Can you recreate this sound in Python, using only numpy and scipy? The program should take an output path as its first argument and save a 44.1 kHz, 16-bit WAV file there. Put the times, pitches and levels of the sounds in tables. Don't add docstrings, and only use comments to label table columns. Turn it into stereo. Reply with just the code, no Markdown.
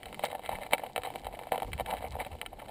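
import sys
import numpy as np
from scipy import signal
from scipy.fft import rfft, irfft, next_fast_len
from scipy.io import wavfile
from scipy.ndimage import uniform_filter1d, map_coordinates

SR = 44100
rng = np.random.default_rng(int(sys.argv[2]) if len(sys.argv) > 2 else 0)


def bounce(signal):
    frames = np.transpose(np.atleast_2d(signal))
    limited = np.clip(frames, -1, 1)
    pcm = np.round(limited * 32767).astype(np.int16)
    wavfile.write(sys.argv[1], SR, pcm)


def attenuation_scalar(level_db):
    decades = np.asarray(level_db, float) / 20
    return 10 ** decades


N = 119070

# pitch in Hz, width in Hz, level in dB.
WALL_TONES = [(1095, 450, -18.5), (1360, 55, 4), (1527, 51, -6), (1790, 61, 5.5), (2117, 173, 8),
              (2284, 75, 9.5), (2620, 70, 4.5), (3024, 290, 6.5), (2940, 570, -8.5), (3860, 240, 10),
              (4320, 520, -9)]


def unit(x):
    return x / np.sqrt(np.mean(x ** 2) + 1e-20)


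def curve(rows):
    s, v = np.transpose(rows)
    return np.interp(np.arange(N) / SR, s, v)


def wobble(rate):
    points = rng.standard_normal(int(N * rate / SR) + 4)
    return map_coordinates(points, [np.arange(N) * rate / SR])


def swell(middle_s, half_s):
    return np.exp(-((np.arange(N) / SR - middle_s) / half_s) ** 2)


def filtered(x, response):
    m = next_fast_len(N + SR // 2)
    return irfft(rfft(x, m) * response(np.fft.rfftfreq(m, 1 / SR)), m)[..., :N]


def resonance(f, hz, width_hz):
    push = 1j * f * width_hz
    return push / (hz * hz - f * f + push)


def rush(points):
    f, db = np.transpose(points)
    gain = lambda hz: attenuation_scalar(np.interp(np.log(hz + 1), np.log(f + 1), db, right=-120))
    return unit(filtered(rng.standard_normal(N), gain))


def ringing(x, modes, sign):
    top_hz = 4134

    def walls(f):
        tones = sum(sign ** k * attenuation_scalar(db) * resonance(f, hz, width) for k, (hz, width, db) in enumerate(modes))
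        return tones / (1 + 1.2j * f / top_hz - (f / top_hz) ** 2) ** 4

    power_gain = np.mean(np.abs(walls(np.linspace(1, SR / 2, 4000))) ** 2)
    return filtered(x, walls) / np.sqrt(power_gain)


def shell_body(x):
    low_hz, high_hz = 447, 868
    pole = lambda u: 1 / (1 + 0.8j * u - u * u)
    upper = lambda f: pole(f / high_hz) * pole(f / (1.64 * high_hz)) / np.sqrt(2)
    return filtered(x, lambda f: upper(f) * pole(-low_hz / (f + 1)))


def grit(depth_db):
    size = wobble(700) + 0.68 * wobble(150)
    size = np.minimum(size, 2.55)
    return unit(rng.standard_normal(N) * attenuation_scalar(depth_db * size))


def ticking():
    # time in seconds, level in dB.
    tick_levels = [
        (0.0, -54),
        (0.34, -50.5),
        (2.26, -53),
        (2.7, -52.5),
    ]
    # middle in seconds, half length in seconds, depth in dB.
    pauses = [
        (0.224, 0.016, -2),
        (0.42, 0.011, 0),
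        (0.695, 0.017, -7),
        (0.934, 0.042, -8.5),
        (1.505, 0.0079, -30),
        (1.71, 0.077, -6),
        (1.845, 0.017, -28),
        (2.424, 0.011, -8),
        (2.504, 0.063, -8.5),
    ]
    lull_db = sum(db * swell(s, half) for s, half, db in pauses)
    wobble_db = 2.2 * (wobble(24.54) + wobble(70))
    bright_db = -9
    return attenuation_scalar(curve(tick_levels) + lull_db + wobble_db) * attenuation_scalar([[0], [bright_db]])


def gas():
    # frequency in Hz, level in dB per Hz.
    thump_colour = [(12, -28), (20, -1), (75, 1), (125, -4), (168, -13), (200, -2), (260, -33), (440, -120)]
    # frequency in Hz, level in dB per Hz.
    hiss_colour = [(30, -3.5), (150, 2.5), (400, 0), (1000, -25.5), (2500, -21), (4500, -20.5),
                   (5900, -29.5)]
    # middle in seconds, half length in seconds, level in dB, pitch in Hz.
    puffs = [(0.103, 0.036, -57, 40), (0.526, 0.024, -44, 66), (0.565, 0.031, -51, 30),
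             (0.708, 0.031, -55, 59), (0.995, 0.018, -51.5, 70), (1.28, 0.036, -46, 48.3),
             (1.5, 0.032, -52, 40), (1.678, 0.018, -38, 40), (1.716, 0.041, -45.5, 67.4),
             (1.755, .02, -47.5, 105), (1.828, 0.0099, -42, 70), (1.928, 0.046, -45.5, 45),
             (2.001, 0.011, -44, 70), (2.112, 0.045, -41, 72.4), (2.24, 0.027, -61, 60),
             (2.339, 0.02, -42.5, 73), (2.495, 0.14, -56.5, 37.7)]
    air = unit(attenuation_scalar(2 * wobble(14)) * rush(thump_colour))
    thump = attenuation_scalar(-64) * air
    for s, half, db, hz in puffs:
        band = lambda f: resonance(f, hz, 0.54 * hz)
        thump = thump + attenuation_scalar(db) * np.sqrt(swell(s, half)) * unit(filtered(air, band))
    hiss_db = -56 + 2 * wobble(8.73)
    return thump + attenuation_scalar(hiss_db) * rush(hiss_colour)


def snaps():
    # start in seconds, peak in dB, brightness in dB.
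    cracks = [(0.031, -49, 18), (0.056, -36, 6), (0.127, -29, -3.5), (0.144, -31.5, 5.5), (0.193, -21, -6),
              (0.236, -10, -13.5), (0.241, -15.5, -9), (0.302, -33, -7), (0.314, -31, -1.5),
              (0.328, -20.5, -22), (0.35, -19.5, -9), (0.393, -22.5, -16), (0.435, -30.5, -4.5),
              (0.46, -37.5, 11.5), (0.491, -15, -12.5), (0.515, -26, -6), (0.524, -26, -10),
              (0.548, -22, -19), (0.585, -20.5, -15), (0.609, -29.5, -13), (0.633, -35.5, 7.5),
              (0.663, -33.5, -0.5), (0.709, -31, -4), (0.733, -6, -4), (0.747, -18, -10), (0.78, -28, 2.5),
              (0.794, -21.5, -16), (0.835, -19.5, -19.5), (0.863, -24, -8), (0.961, -12, -6.5),
              (0.978, -12, -8.5),
              (0.998, -31, -18), (1.018, -27.5, -6), (1.034, -23.5, -1.5), (1.061, -19.5, -9),
              (1.071, -21, -20), (1.102, -23, -12), (1.138, -31.5, -6.5), (1.157, -17, -10.5),
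              (1.235, -32, -12), (1.245, -30, -3.5), (1.254, -28.5, -7), (1.267, -19, -9), (1.331, -28, -8),
              (1.39, -19, -13), (1.434, -26, -8), (1.469, -23, -20.5), (1.489, -37, -4), (1.509, -49, -8),
              (1.52, -9, -20), (1.528, -32, 6), (1.545, -18, -24), (1.557, -16.5, -11.5),
              (1.578, -18.5, -10), (1.6, -21.5, -8), (1.62, -13, -19), (1.629, -18, -13.5),
              (1.646, -23.5, -19), (1.718, -42, 6.5), (1.731, -21.5, -2.5),
              (1.778, -39, 6.5), (1.797, -18, -9), (1.807, -20, -16), (1.86, -29.5, 5), (1.892, -50, -13),
            (1.904, -23.5, -2), (1.909, -31.5, 6.5), (1.936, -15.5, -17), (1.968, -25.5, -6.5),
            (2.006, -23, -38), (2.024, -20, -14), (2.041, -20, -33), (2.152, -17, -23), (2.165, -18.5, -28),
            (2.187, -22.5, -31), (2.248, -32, 1.5), (2.264, -23.5, -12), (2.328, -27, -17),
            (2.351, -31.5, -10), (2.414, -25.5, 3.5), (2.429, -25, -21), (2.461, -27.5, 2),
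            (2.618, -30.5, -7.5), (2.683, -32, -4.5)]
    burst_db, extra_bright_db = -14, 0.5
    blow_db = [18.5, 22]
    t60 = np.array([[0.014], [0.023]])
    delay_s, blow_s = 0.0008, 0.00017
    tail = np.arange(SR // 5) / SR
    fade = attenuation_scalar(-60 * tail / t60)
    power, blows = np.zeros((2, N + SR)), np.zeros((2, N))
    for s, db, bright_db in cracks:
        start = round((s + delay_s) * SR)
        dull_db = db + burst_db
        size = attenuation_scalar([dull_db, dull_db + extra_bright_db + bright_db])
        power[:, start:start + len(tail)] += (size[:, None] * fade) ** 2
        blows[:, start] += size * attenuation_scalar(blow_db)
    blows = filtered(blows, lambda f: 1 / (1 + 1j * f * blow_s) ** 2)
    return power[:, :N], blows


def crumbles():
    # middle in seconds, half length in seconds, level in dB, brightness in dB.
    patches = [(0.251, 0.012, -43, 3.5), (0.317, 0.0045, -41.5, -4.5), (0.461, 0.0086, -56.5, 10),
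               (0.532, 0.022, -41.5, -7.5), (0.623, 0.012, -46.5, -4), (0.731, 0.009, -35, -8),
               (0.742, 0.0092, -34.5, -20), (0.844, 0.012, -41.5, -18.5), (1.052, 0.0061, -39, -5),
               (1.079, 0.011, -44, -5), (1.256, 0.0092, -54, -1), (1.539, 0.013, -37.5, -13.5),
               (1.803, 0.01, -37, -8), (1.89, 0.0096, -49, -2), (1.919, 0.035, -39, -12.5),
               (2.057, 0.018, -41.5, -15.5), (2.208, 0.0099, -32.5, -9), (2.266, 0.0055, -39.5, -11),
               (2.425, 0.012, -50, -31)]
    return sum(attenuation_scalar([[db], [db + bright_db]]) ** 2 * swell(s, half) for s, half, db, bright_db in patches)


def crust():
    # pitch in Hz, width in Hz, level in dB.
    body_tones = [(496, 63, 2.5), (593, 61, 1), (682, 76, 1), (760.7, 71, 8), (849, 45, 3), (929, 17, -0.5)]
    # pitch in Hz, width in Hz, level in dB.
    straight_through = [(2600, 4000, 0)]
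    ticks = ticking()
    power, blows = snaps()
    power = power + crumbles()
    dull, bright = (np.sqrt(power[k]) * grit(3.5) + blows[k] + ticks[k] * grit(6) for k in range(2))
    body = shell_body(ringing(dull, body_tones, 0.88))
    walls = ringing(bright, WALL_TONES, 0.98)
    through = attenuation_scalar(-12.5) * ringing(bright, straight_through, 1)
    knock = attenuation_scalar(-10) * ringing(dull, [(307, 250, 0)], 1)
    return body + walls + through + knock


def chips():
    # start in seconds, peak in dB, pitch in Hz.
    splinters = [(0.0837, -35, 2060), (0.2304, -40, 2100), (0.2404, -21.5, 2040), (0.2554, -39, 2050),
                 (0.2694, -31, 2120), (0.2857, -30.5, 2220), (0.4044, -40, 2020), (0.4219, -40, 2230),
                 (0.4444, -34, 1790), (0.4514, -32, 2040), (0.4754, -31, 2320), (0.5536, -24, 2050),
                 (0.6165, -33, 2080), (0.7084, -33, 1750), (0.7188, -30, 2070), (0.7337, -11.5, 2170),
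                 (0.7994, -30, 1780), (0.8184, -49, 1250), (0.8405, -32, 2940), (0.9607, -14.5, 2460),
                 (1.052, -37, 2110), (1.2176, -42, 2180), (1.294, -51, 1780), (1.3259, -37, 2320),
                 (1.5194, -15.5, 1730), (1.5479, -29, 2150), (1.5803, -34, 2280), (1.6736, -44, 2270),
                 (1.6866, -39, 2330), (1.719, -39, 2290), (1.7554, -57, 1340), (1.8826, -35, 2370),
                 (2.0293, -33, 2070), (2.0477, -31, 2300), (2.0644, -33, 2260), (2.1216, -33, 2030),
                 (2.1425, -32, 1340), (2.1964, -33, 2140), (2.2009, -17.5, 2170), (2.2214, -35, 2100),
                 (2.2714, -50, 2270), (2.2844, -53, 2140), (2.3067, -56, 2120), (2.3674, -46, 2930),
                 (2.3865, -39.5, 2930), (2.4144, -24, 2940), (2.4544, -34, 2060), (2.4618, -21.5, 3130),
                 (2.5376, -54, 2960), (2.5601, -50, 2070), (2.6005, -31.5, 1340)]
    s, db, hz = np.transpose(splinters)[:, :, None]
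    t = np.arange(SR // 50) / SR
    rough = 1 + 2 * uniform_filter1d(rng.standard_normal((len(s), len(t))), size=4, axis=1)
    fade = attenuation_scalar(db - 6.5 - 60 * t / 0.0042)
    rise = 1 - np.exp(-t / 0.00039)
    shape = fade * rise * np.sin(2 * np.pi * hz * t) * rough
    place = np.round((s + t) * SR).astype(int)
    force = np.bincount(place.ravel(), shape.ravel(), N)[:N]
    return ringing(force, WALL_TONES, 1)


def pricks():
    # start in seconds, peak in dB.
    flakes = [(0.2522, -12.5), (0.3655, -48), (0.7193, -42.5), (0.9333, -32), (1.1542, -32), (1.184, -34),
              (1.197, -31), (1.217, -36), (1.509, -42), (1.68, -34.5), (2.084, -29), (2.108, -25),
              (2.1225, -27), (2.283, -39), (2.359, -42), (2.386, -52)]
    s, db = np.transpose(flakes)
    click = np.bincount(np.round(s * SR).astype(int), attenuation_scalar(db + 9), N)
    return filtered(click, lambda f: resonance(f, 4000, 870))


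def scene():
    return np.tile(crust() + gas() + chips() + pricks(), (2, 1))


def slowed(dry):
    hold_hz, full_hz = 12000, 48000
    base = filtered(dry, lambda hz: hz < hold_hz / 2)
    mirrored = base * (1 + 2 * np.cos(2 * np.pi * hold_hz * np.arange(N) / SR))
    top = lambda hz: attenuation_scalar(-24 * np.maximum(hz - 15250, 0) / 1000)
    held = filtered(mirrored, lambda hz: np.sinc(hz / hold_hz) / np.sinc(hz / full_hz) * top(hz))
    above = filtered(held, lambda hz: hz > 15750)
    quiet = uniform_filter1d(np.abs(above), size=256) < attenuation_scalar(-82)
    return held - above * uniform_filter1d(1.0 * quiet, size=128)


def side_residue(held):
    # frequency in Hz, level in dB under the middle.
    side_colour = [(60, -45), (180, -33), (380, -38), (700, -68), (1300, -34), (2400, -33), (4400, -25),
                   (15000, -24)]
    f, db = np.transpose(side_colour)
    gain = lambda hz: attenuation_scalar(11 + np.interp(np.log(hz + 1), np.log(f), db))
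    leak = filtered(np.roll(held[0], 40), gain)
    return leak * (wobble(25) > 0.9)


def low_pass(x):
    return signal.sosfilt(signal.butter(12, 16470, fs=SR, output="sos"), x)


def record(dry):
    held = slowed(dry)
    residue = side_residue(held)
    return low_pass(held + [residue, -residue])


dry = scene()
out = record(dry)
bounce(out)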